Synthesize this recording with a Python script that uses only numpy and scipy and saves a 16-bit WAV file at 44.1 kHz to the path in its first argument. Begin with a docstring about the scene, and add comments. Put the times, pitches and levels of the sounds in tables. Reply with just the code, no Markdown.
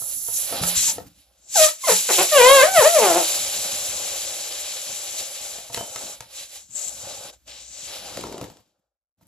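"""Balloon let down in a tiled room

A balloon is pumped up close by and pulled off the hose nozzle, which leaks as shaped noise and knocks
as struck modes. The pinched neck flaps in squeals, a pulsed sum of overtones, then hisses; the hose
drops on the tiles and a hand squeezes out the last air with crumpling rubber and a hoarse whistle.
Two microphone ports differ in treble; a bed of low rumble rises and falls with the level of the air."""
import sys
import numpy as np
from scipy import signal
from scipy.fft import rfft, irfft, next_fast_len
from scipy.io import wavfile
from scipy.ndimage import uniform_filter1d

SR = 44100
rng = np.random.default_rng(int(sys.argv[2]) if len(sys.argv) > 2 else 0)


def log_audio(samples):
    """Write samples as a 16-bit WAV file to the path given in sys.argv[1]."""
    # one column per channel
    frames = np.atleast_2d(samples).T
    # limit to full scale, then quantise
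    limited = np.clip(frames, -1, 1)
    pcm = np.round(limited * 32767).astype(np.int16)
    wavfile.write(sys.argv[1], SR, pcm)


N = 408790

# air from the nozzle, then from the neck as the pressure sags; the last three stand against the hiss:
# start_s, hiss_db, top_hiss_db, mid_hiss_db, hollow_rush_db (before pinches and band trims)
AIR_FLOW = [(0, -36.5, 5, -25, -20), (.128, -35, 3.5, -11.5, -20.5), (.19, -36, 4, -26, -31),
            (.32, -34, 4, -11, -21), (.36, -26.5, 2, -17.5, -32), (.5, -36.5, 5, 0.5, -7.5),
            (.6, -37, 0, 6, 3.5), (.688, -24, 1.5, -5.5, -15), (.738, -38, 5.5, 6, -6),
            (.768, -20, -10, -6.5, -32), (.9, -19.5, -8.5, -10.5, -32), (.948, -40, 2, -4, -11),
            (1.05, -68, -5.5, 2, 9), (1.12, -68, -2, 3, -7), (1.2, -63.5, 3, 2, -12),
            (1.3, -77.5, 6, 7.5, 4.5), (1.47, -52, -19.5, -14, -18), (1.52, -35, -12.5, -13, -35),
            (1.566, -17, -8, -9, -45), (1.642, -13, -5, -5, -33), (1.9, -18, -4, -6.5, -30),
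            (2.2, -21, -2.5, -2.5, -19), (2.85, -20.5, -3, -4, -26), (3.3, -26.5, -4, -2, -12),
            (3.44, -28, -4.5, -3, -16), (4.04, -30, -6.5, -4.5, -12.5), (4.56, -34, -5.5, -1.5, -13.5),
            (5.5, -34, -7.5, -5, -15), (6.03, -36.5, -7.5, -5.5, -8.5), (6.4, -38.5, -9, -2.5, -16.5),
            (6.56, -39.5, -6, -4, -15), (6.95, -40, -8, -8.5, -14.5), (7.1, -38, -10.5, -2.5, -6.5),
            (7.2, -41.5, -8, -3, -6.5), (7.3, -44, -5.5, 0.5, -0.5), (7.54, -46.5, -12.5, 2.5, -12.5),
            (7.84, -37.5, -13.5, -4, -17), (7.96, -41.5, -2.5, 4, -2.5), (8.2, -45, -7.5, 2.5, -1),
            (8.5, -59.5, -11, 3, -4.5), (8.87, -100, -7.5, 2, 12), (9.0, -125, -7, 5, 19)]


def amp(db):
    """Gain of a level in dB."""
    return 10 ** (np.asarray(db) / 20)


def rms_one(x):
    """Scaled to rms 1."""
    return x / np.sqrt(np.mean(x ** 2) + 1e-20)


def in_time(rows):
    """Every column of a curve, sample by sample."""
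    s, *columns = np.transpose(rows)
    return [np.interp(np.arange(N) / SR, s, column) for column in columns]


def at_hz(points, hz):
    """A spectrum read on a log-frequency axis."""
    point_hz, value = np.array(points).T
    return np.interp(np.log(hz), np.log(point_hz), value)


def drift(rate_hz):
    """Slow random wander of spread 1: noise through two equal low-pass poles, one value per 40 samples."""
    r = np.exp(-80 * np.pi * rate_hz / SR)
    noise = rng.standard_normal(N // 40 + 2002)
    slow = signal.lfilter([1], [1, -2 * r, r * r], noise)[2000:]   # settled part only
    return np.interp(np.arange(N) / 40, np.arange(len(slow)), rms_one(slow))


def ring(clicks, hz, t60_s):
    """A unit click sets a decaying sine of height 1 ringing."""
    r, w = amp(-60 / (t60_s * SR)), 2 * np.pi * hz / SR
    return signal.lfilter([0, np.sin(w)], [1, -2 * r * np.cos(w), r * r], clicks + 1e-18)


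def turbulence(spectrum, patchy_db, count):
    """Stereo noise of rms 1, cut into bands that flicker both together and each by itself."""
    # how alike the noise is left and right, before the port colour: pitch_hz, likeness (0-1)
    likeness = [(60, 0.8), (110, 1), (200, 0.4), (380, 1), (700, 0.6), (1290, 0.8), (2380, 0.5),
                (4400, 0.98), (8120, 0.1), (15000, 0.3)]
    hz = np.fft.rfftfreq(N, 1 / SR) + 1
    alike = np.clip(at_hz(likeness, hz), 0, 1)
    mid, side = rfft(rng.standard_normal((2, N))) * amp(at_hz(spectrum, hz))
    both = np.sqrt(1 + alike) * mid + np.sqrt(1 - alike) * side * [[1], [-1]]
    lowest_hz, highest_hz = spectrum[0][0], spectrum[-1][0]
    place = np.log(hz / lowest_hz) / np.log(highest_hz / lowest_hz) * (count - 1)
    place = np.clip(place, 0, count - 1)
    together = drift(25)
    # triangular bands that overlap and add up to the whole
    bands = [irfft(both * np.clip(1 - abs(place - k), 0, 1), N) for k in range(count)]
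    return rms_one(sum(band * amp(patchy_db * (drift(16.0) + 1.3 * together)) for band in bands))


def air(opening, flapping):
    """Jet noise at nozzle and neck: treble hiss, mid hiss and the hollow rush inside the balloon."""
    # relative noise colours, treble to low: pitch_hz, density_db (per Hz)
    top_colour = [(7500, -32), (9300, -2.5), (10400, 1.5), (11400, -1.5), (12500, -9), (14500, -11.5),
                  (16000, -18.5)]
    hiss_colour = [(2400, -31), (4000, -12), (5000, -12), (5800, -3.5), (6800, -1), (7400, 3.5),
                   (8200, -3.5), (9300, -11), (11000, -34)]
    mid_colour = [(650, -40), (1100, -10.5), (1390, -17.5), (1490, -11), (1870, -10), (2310, -4.5),
                  (3150, -1.5), (3500, -2.5), (3930, 1), (4400, -3), (4710, -0.5), (5010, -4.5), (5500, -3),
                  (7150, -25.5), (12100, -120)]
    rush_colour = [(110, -44.5), (180, -16), (231, -18.5), (296, -22), (335, -9), (437, -11.5), (546, 2),
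                   (618, -0.5), (738, -5.5), (813, -1), (921, -12), (997, -13), (1380, -12.5),
                   (1500, -13.5), (1950, -25.5), (3300, -120)]
    # where the neck lies across the ports, 3.5 standing for the middle: start_s, side_db (left-right)
    side_of_neck = [(0, 1.5), (.6, 1.5), (.8, 3.5), (3.0, 3.5), (5.3, 5), (6.5, 2), (6.78, 6), (7.0, 4),
                    (8.5, 6)]
    lift_db, flap_rush_db = -85, -19.5   # rustle of the lift; rush stirred by flapping, against the squeal

    flow_db, top_db, mid_db, rush_db = in_time(AIR_FLOW)
    hiss_grip_db, other_grip_db = grip()
    other_db = flow_db + other_grip_db
    rustle = amp(lift_db) * lifted()

    hiss_level = amp(flow_db + hiss_grip_db) + .6 * rustle
    jet = hiss_level * turbulence(hiss_colour, 0.79, count=3)
    jet = jet + amp(other_db + top_db + 1.5) * turbulence(top_colour, 0.7, count=2)
    jet = jet + (amp(other_db + mid_db) + rustle) * turbulence(mid_colour, 0.64, count=4)
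    pan_db = np.outer([.5, -.5], in_time(side_of_neck)[0] - 3.5)
    jet = jet * opening * amp(pan_db)

    rush_level = amp(other_db + rush_db + 3.0) + amp(flap_rush_db) * flapping + 3.5 * rustle
    return jet + rush_level * turbulence(rush_colour, 0.97, count=3)


def grip():
    """Fingers pinch the neck or let a gust through: change in dB of the hiss and of the other bands."""
    # start_s, held_s, hiss_change_db, other_change_db, lead_in_s, lead_out_s (leads at least 3 ms)
    pinches = [(.612, 0, -5, -5, .02, .015), (.66, 0, -2, -3, 0.016, .025),
               (1.77, 0.019, -29.5, -30.5, .13, .11), (2.058, 0.0086, -8, -10, 0.15, 0.066),
               (2.273, 0.0039, -5, -6, 0.041, 0.11), (2.699, 0.032, -8, -9, 0.077, 0.033),
               (2.914, 0.003, -3, -3, 0.064, 0.048), (5.196, 0, 5, 5, 0.033, .04),
               (5.3, 0.035, -3.5, -1, 0.099, 0.19), (5.69, 0.028, -11.5, -8.5, 0.15, 0.017),
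               (5.89, 0.052, -3.5, -3.5, 0.11, 0.072), (6.2, 0.079, -24, -14, 0.071, 0.088),
               (6.476, 0.0044, -10, -10, 0.046, .08), (6.672, 0.023, -15.5, -22, .11, 0.083),
               (6.77, 0.078, 5, 3.5, .02, .09), (7.318, 0.0021, -13.5, -17.5, .018, 0.017),
               (7.385, 0.066, -29.5, -32.5, 0.067, 0.028), (7.678, 0, -1.5, -10, 0.1, 0.15),
               (8.014, 0, -5, -3.5, 0.053, 0.062)]
    t, change_db = np.arange(N) / SR, np.zeros((2, N))
    for s, held, hiss_db, other_db, lead_in, lead_out in pinches:
        held = max(held, 0)
        corners = [s - max(lead_in, .003), s, s + held, s + held + max(lead_out, .003)]
        change_db += np.outer([hiss_db, other_db], np.interp(t, corners, [0, 1, 1, 0]))
    return change_db


def rumble():
    """Low noise: a swell at each bump, a bed that goes with the level of the air, and the hum of the house."""
    # relative noise colours: pitch_hz, density_db (per Hz)
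    rumble_colour = [(20, -33), (40, -16), (70, -6), (113, -1), (140, -8), (182, -3), (250, -11), (300, -5),
                     (400, -30.5)]
    hum_colour = [(25, -41), (42, -17.5), (55, -1), (62, -0.5), (80, -15.5), (120, -40.5)]
    # low hum of the house: start_s, level_db (before a 4 dB lift)
    hum = [(0.0, -63), (0.7, -63), (1.3, -71), (2.0, -75.5), (2.6, -65.5), (4.3, -60.5), (5.1, -71),
           (7.0, -66), (8.34, -61), (8.6, -77), (9.0, -105)]
    # rumble that goes with the air: start_s, level_db (against the hiss)
    flow_rumble = [(0, -19), (.5, -29), (.78, -52), (1.1, -1), (1.4, -6), (1.55, -42), (3.2, -40),
                   (3.4, -23), (4.0, -20.5), (4.5, -26.5), (6.5, -22.5), (7.4, -11.5), (7.8, -22),
                   (8.6, 6.5)]
    # hands bump and shift: peak_s, level_db (added to the bed)
    bumps = [(.52, -46), (.62, -37), (.99, -37.5), (1.09, -58.5), (1.66, -57), (1.9, -55), (2.2, -52),
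             (2.41, -51.5), (2.64, -45.5), (2.795, -44.5), (2.865, -45.5), (3.12, -47), (5.8, -43),
             (6.06, -55), (6.75, -59.5), (7.08, -45), (8.025, -48.5), (8.18, -43), (8.26, -42), (8.43, -44)]
    bump_rise_db_per_s, bump_fall_db_per_s = 281, 191
    follows_grip = .45   # share of a pinch, in dB
    lift_rumble_db = -64.5

    t = np.arange(N) / SR
    bed_db = in_time(AIR_FLOW)[0] + follows_grip * grip()[1] + in_time(flow_rumble)[0]
    level = amp(bed_db) + amp(lift_rumble_db) * lifted()
    for s, db in bumps:
        level += amp(db - np.maximum(bump_rise_db_per_s * (s - t), bump_fall_db_per_s * (t - s)))
    handling = level * turbulence(rumble_colour, 3.5, count=2)
    return handling + amp(in_time(hum)[0] + 4.0) * turbulence(hum_colour, 0.55, count=2)


def knocks():
    """Every knock strikes the same dull modes with new strengths and adds a short bright crack."""
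    # nozzle, hose and rubber knocks: start_s, body_db, crack_db (both before trims), body_t60_s
    strikes = [(0.02, -30.5, -50, 0.078), (0.284, -33, -48, 0.15), (0.524, -23.5, -30, 0.22),
               (0.635, -23, -22, 0.11), (0.982, -20.5, -40, 0.1), (5.584, -34, -42, 0.12),
               (5.699, -32, -48, 0.18), (5.744, -23.5, -20.5, 0.064), (5.774, -22, -28, 0.14),
               (5.809, -26, -43, 0.07), (5.959, -25.5, -26.5, 0.11), (6.205, -31, -30, 0.091),
               (7.475, -58, -59, 0.071), (8.171, -29.5, -29.5, 0.092), (8.209, -44, -33.5, 0.09),
               (8.238, -23, -36, 0.081), (8.268, -29.5, -38, 0.05), (8.324, -34, -37, 0.14),
               (8.379, -35, -36, 0.088), (8.412, -21.5, -34.5, 0.079), (8.441, -39, -38.5, 0.078),
               (8.499, -35, -46, 0.076), (8.569, -43.5, -52, 0.095), (9.211, -57.5, -73, 0.09)]
    # modes of the knocked body: pitch_hz, level_db (relative), t60_share (of body_t60_s)
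    body_modes = [(125, 1.5, 0.9), (265, -5, 0.46), (484, 5.5, 0.6), (683, 10, 0.39), (918, 6, 0.39),
                  (1313, -0.5, 0.61), (1820, -5.5, 0.35)]
    # single rings: start_s, pitch_hz, level_db, t60_s
    single_rings = [(0.614, 175, -29.5, 0.68), (0.77, 70, -26.5, 0.083), (.614, 130, -20, 0.1),
                    (1.916, 184.5, -30, 0.21), (5.776, 3060, -33.5, 0.37)]

    out = np.zeros(N)
    chances = rng.standard_normal((len(strikes), len(body_modes)))
    crack_band = signal.butter(2, [1200, 9000], "band", fs=SR, output="sos")
    for (s, body_db, crack_db, t60), chance in zip(strikes, chances):
        start = round(s * SR)
        click = np.zeros(min(int(.25 * SR), N - start))
        click[40] = 1   # the body answers a millisecond into the contact
        body = 0
        for (hz, mode_db, share), c in zip(body_modes, chance):
            strength = amp(mode_db + 3.8 * c) * np.sign(c)
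            body = body + strength * ring(click, hz, share * max(t60, .01))
        t = np.arange(len(click)) / SR
        fade = np.exp(-t / 0.0011) + 0.072 * np.exp(-t / 0.014)
        crack = rng.standard_normal(len(click)) * np.minimum(t / 0.0018, 1) ** 2 * fade
        crack = signal.sosfilt(crack_band, crack)
        out[start:start + len(click)] += amp(body_db - 15.5) * body + amp(crack_db + 18.5) * crack
    for s, hz, level_db, t60 in single_rings:
        click = np.zeros(N)
        click[round(s * SR)] = amp(level_db)
        out += ring(click, hz, t60)
    return out


def crumple():
    """Folds of rubber snap over at random into low, short modes."""
    # rubber rubbed or kneaded: start_s, length_s, level_db
    kneads = [(0.525, .08, -41), (5.97, 0.095, -53.5), (8.166, 0.25, -37.5)]
    fade_db_per_s = 167   # once the length is over
    t = np.arange(N) / SR
    kneading = np.zeros(N)
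    for s, length, db in kneads:
        kneading += (t > s) * amp(db - fade_db_per_s * np.maximum(t - s - length, 0))
    snaps = rng.random(N) < 700 / SR   # 700 a second on average
    snaps = snaps * amp(5.2 * np.minimum(rng.exponential(1, N), 4.0)) * rng.choice([-1, 1], N)
    dealt = rng.integers(0, 6, N)   # which mode each snap strikes
    modes_hz = np.geomspace(310, 1050, num=6)
    folds = sum(ring(snaps * (dealt == k), hz, 8.8 / hz) for k, hz in enumerate(modes_hz))
    dulled = signal.lfilter([.3], [1, -.7], folds)
    return rms_one(dulled) * uniform_filter1d(kneading, size=100)


def squeal():
    """The neck's lips flap like a reed; returns the tone, the opening that pulses the jet, and the level."""
    # one table a swoop: start_s, flap_rate_hz, level_db (before a 3.5 dB cut), slackness (of the lips, 0-1)
    swoops = [
        [(0.875, 963, -50, 0), (0.891, 920, -36, 0), (0.91, 810, -50, 0)],
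        [(1.552, 834, -41, 0.03), (1.56, 808, -21, 0), (1.584, 660, -22.5, 0), (1.6, 624.3, -16.5, 0),
         (1.646, 616.7, -18, 0.05), (1.67, 598, -28.5, 0.27), (1.69, 642, -31, 0.38), (1.72, 575, -45, 0.24)],
        [(1.83, 1037, -54, 0.07), (1.84, 1067, -24.5, 0), (1.868, 1016, -30.5, 0.05)],
        [(1.872, 720, -25, 0), (1.886, 613, -17.5, 0.46), (1.9, 484, -13, 0.2), (1.918, 404.2, -25, 0.2),
         (1.924, 438.6, -23, 0.97), (1.948, 427.6, -30.5, 0.2), (1.97, 442, -52, 0.64)],
        [(2.089, 541.5, -22, 0.63), (2.111, 364, -19, 0.71), (2.129, 319.2, -44.5, 0.8),
         (2.141, 446, -38, 0.46), (2.178, 350, -33, 0.1), (2.187, 335, -17.5, 0.75), (2.205, 376.7, -16, 0.76),
         (2.222, 385.5, -22.5, 0.9), (2.26, 309, -42.5, .8)],
        [(2.315, 631, -39, 0), (2.323, 618.8, -20, 0.06), (2.363, 564, -10.5, 0.03), (2.412, 471.5, -9, 0.12),
         (2.52, 548, -7, 0.02), (2.54, 554.7, -10.5, 0.06), (2.616, 518, -8, 0), (2.642, 621, -12, 0.13),
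         (2.66, 656.7, -23.5, 0), (2.68, 747, -25, 0)],
        [(2.681, 752, -21, 0.1), (2.722, 769, -30, 0.04), (2.74, 772, -23, 0), (2.782, 637, -8, 0),
         (2.802, 565, -14.5, 0.03), (2.83, 431.5, -13, 0.11), (2.842, 524.5, -16, 0),
         (2.864, 629.4, -9.5, 0.09), (2.9, 683, -24, 0.01), (2.92, 695.4, -36, 0)],
        [(2.921, 693, -31, 0.03), (2.932, 693, -25, 0), (2.968, 609, -13.5, 0), (3.0, 478, -18.5, 0.42),
         (3.038, 418, -16, .8), (3.07, 371.5, -16.5, 0.39), (3.112, 326.5, -21, 0.63), (3.14, 329, -21, .7),
         (3.175, 360, -17.5, 0.72), (3.205, 330, -27, 0.69), (3.228, 320, -27, 0.68), (3.25, 320, -48.5, 0.57)],
    ]
    # how hard the lips slap shut: start_s, added_overtones_db, added_slope_db (per octave)
    slap = [(.89, -4, -0.5), (1.56, -2, -2.5), (1.62, -3.5, 5), (1.7, 6, -2), (1.84, -6.5, 5.5),
            (1.886, 5, -4.5), (1.92, 1, 1), (2.1, 1.5, 3.5), (2.14, -5, -2.5), (2.2, -2.5, 2), (2.36, 1, 0),
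            (2.41, -5, 3), (2.52, 3.5, 0.5), (2.62, -0.5, 0), (2.72, 4, -4), (2.83, -0.5, -1),
            (2.97, -4.5, -2), (3.02, -8.5, 2), (3.07, 0, 0), (3.23, -5, -1)]
    # resonances of the air inside the balloon: pitch_hz, width_hz, level_db (relative)
    balloon_modes = [(494, 420, -2), (639, 140, -5.5), (833, 29, -0.5)]
    taut_rough, slack_rough = .055, .2   # roughness 0-1
    slack_skip, slack_jitter = .8, .02   # favour of every other flap; unsteadiness of the rate
    # overtones at 550 Hz: the faster the flap the purer; slack lips slap more
    overtone_base_db, overtone_db_per_octave, slack_overtone_db = -4.5, -3, 4
    tilt_db_per_octave = -5
    neck_cut_hz = 3900       # soft rubber closes too slowly for higher overtones
    neck_low_cut_hz = 280    # so small an opening radiates little bass

    hz, level_db, slack = in_time([row for swoop in swoops for row in swoop])
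    t, sounding = np.arange(N) / SR, np.zeros(N)
    for swoop in swoops:
        sounding[(t >= swoop[0][0]) & (t <= swoop[-1][0] + .001)] = 1
    sounding = uniform_filter1d(sounding, size=90)

    slack = np.clip(slack, 0, 1)
    rough = taut_rough + (slack_rough - taut_rough) * slack
    skip = slack_skip * slack
    wander = .17 * rough * drift(90) + slack_jitter * slack ** 2 * drift(220)
    turns = np.cumsum(hz * (1 + wander)) / SR
    flap = turns.astype(int)

    # each flap has its own strength, taken smoothly from one to the next; slack lips favour every other flap
    chance = rng.standard_normal(flap[-1] + 2)
    strength = amp(10.0 * rough * np.interp(turns + .5, np.arange(len(chance)), chance))
    strength *= 1 + skip * np.cos(np.pi * turns + 0.54 * slack * drift(45))
    lean = 2.1 - 3.3 * skip   # taut lips give a sawtooth, slack ones a puff

    slap_db, slap_tilt_db = in_time(slap)
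    overtone_db = slap_db + overtone_base_db + slack_overtone_db * slack
    overtone_db = overtone_db + overtone_db_per_octave * np.log2(hz / 550)
    # gentle flaps do not slap shut, so they are purer
    tilt_db = slap_tilt_db + tilt_db_per_octave + 0.25 * (level_db + 12.0)

    live = np.flatnonzero(sounding)
    tone, power = np.zeros(N), np.zeros(N)
    for k in range(1, 13):
        gain = np.ones(len(live))
        if k > 1:
            gain = amp(overtone_db[live] + tilt_db[live] * np.log2(k / 2))
        gain *= amp(3.1 * drift(22)[live] * (k > 1))   # each overtone swells and thins by itself
        gain /= 1 + (k * hz[live] / neck_cut_hz) ** 8
        tone[live] += gain * np.cos(k * 2 * np.pi * turns[live] - lean[live])
        power[live] += gain ** 2 / 2
    tone *= strength / np.sqrt(power + 1e-12)
    tone = signal.sosfilt(signal.butter(2, neck_low_cut_hz, "high", fs=SR, output="sos"), tone + 1e-18)
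    # the resonances follow one another, each adding to the tone
    for mode_hz, width_hz, mode_db in balloon_modes:
        r = np.exp(-np.pi * width_hz / SR)
        poles = [1, -2 * r * np.cos(2 * np.pi * mode_hz / SR), r * r]
        tone = tone + amp(mode_db) * signal.lfilter([(1 - r * r) / 2, 0, (r * r - 1) / 2], poles, tone)
    opening = 1 + .5 * sounding * np.cos(2 * np.pi * turns)
    return tone * sounding * amp(level_db - 3.5), opening, sounding * amp(level_db)


def whistle():
    """A narrow slit makes the jet whistle hoarsely towards the left: a band of noise that sputters fast."""
    # relative noise colour: pitch_hz, density_db (per Hz)
    whistle_colour = [(5500, -29), (6700, -9), (7500, 1), (8200, -6), (9200, -30.5)]
    start_s, rise_s, held_s, fall_s = 6.7, 0.059, 0.12, .05
    level_db, pan_db = -30.5, 6.5   # level before the sputter and swell; left-right
    corners = np.cumsum([start_s, rise_s, held_s, fall_s])
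    t = np.arange(N) / SR
    swell_db = np.interp(t, corners, [-24, 0, -3.5, -24])
    level = amp(level_db + swell_db + 3.4 * drift(150)) * (t > corners[0]) * (t < corners[-1])
    return level * turbulence(whistle_colour, 1.4, count=2) * amp([[pan_db / 2], [-pan_db / 2]])


def lifted():
    """Rises from 0 to 1 as the empty balloon is lifted and rustles."""
    lift_s, rise_s = 9.17, 0.034
    return np.clip((np.arange(N) / SR - lift_s) / rise_s, 0, 1)


def room(x):
    """Tiled room as six dull feedback delays a side, evaluated in frequency."""
    t60_s, wall_cut_hz = 0.17, 7000   # decay before the walls' treble loss
    low_cut_hz = 450                  # well below this both ports hear the same
    size = next_fast_len(N + SR)
    hz, spectrum = np.fft.rfftfreq(size, 1 / SR), rfft(x, size)
    out = np.zeros((2, len(hz)), complex)
    for k, lag_s in enumerate(rng.uniform(.012, .04, size=12)):
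        loop = amp(-60 * lag_s / t60_s) * np.exp(-2j * np.pi * hz * lag_s) / (1 + 1j * hz / wall_cut_hz)
        out[k % 2] += loop / (1 - loop) * (-1) ** (k // 2)
    alike = 1 / (1 + (hz / low_cut_hz) ** 2)
    out = (1 - alike) * out + alike * out.mean(axis=0)
    return irfft(out * spectrum, size)[:, :N]


def ports(stereo):
    """The housing notches the treble, and each microphone port adds a colour and phase of its own."""
    # common to both ports: pitch_hz, level_db
    housing = [(20, -21), (45, -4.5), (8000, -1), (9100, -10), (10000, -1.5), (13000, -4)]
    # colour between the ports: pitch_hz, difference_db (left-right)
    port_colour = [(60, -0.5), (92, 2.5), (140, -1.5), (210, 1.5), (330, -0.5), (500, 4), (770, 1.5),
                   (1170, -2), (1790, -1.5), (2740, 0), (4190, -1), (6410, 7), (9810, -6), (15000, -17.5)]
    # phase by which the left port leads: pitch_hz, lead_rad
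    left_lead = [(60, 0), (2000, -.2), (2700, 0.95), (3300, 0.93), (6500, 1.31), (6900, 1.1), (8400, -0.19),
                 (10100, -0.83), (11100, .3), (13100, .5), (14200, 1.9)]
    hz = np.fft.rfftfreq(N, 1 / SR) + 1
    halves = [.5, -.5]   # left and right share each difference
    colour = amp(at_hz(housing, hz) + np.outer(halves, at_hz(port_colour, hz)))
    phase = np.exp(1j * np.outer(halves, at_hz(left_lead, hz)))
    return irfft(rfft(stereo) * colour * phase, N)


def scene():
    """Near sources with their room, then the air, the whistle and the rumble without it."""
    room_db = -6
    tone, opening, flapping = squeal()
    near = tone + knocks() + crumple()
    return near + amp(room_db) * room(near) + air(opening, flapping) + whistle() + rumble()


def record(dry):
    """Port colour, softly rounded peaks, and a steep cut of the top."""
    rounded = 1.38 * np.tanh(ports(dry) / 1.188)
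    top_cut = signal.cheby2(12, 60, 15800, fs=SR, output="sos")   # 60 dB down from 15.8 kHz
    return signal.sosfilt(top_cut, rounded)


dry = scene()
out = record(dry)
log_audio(out)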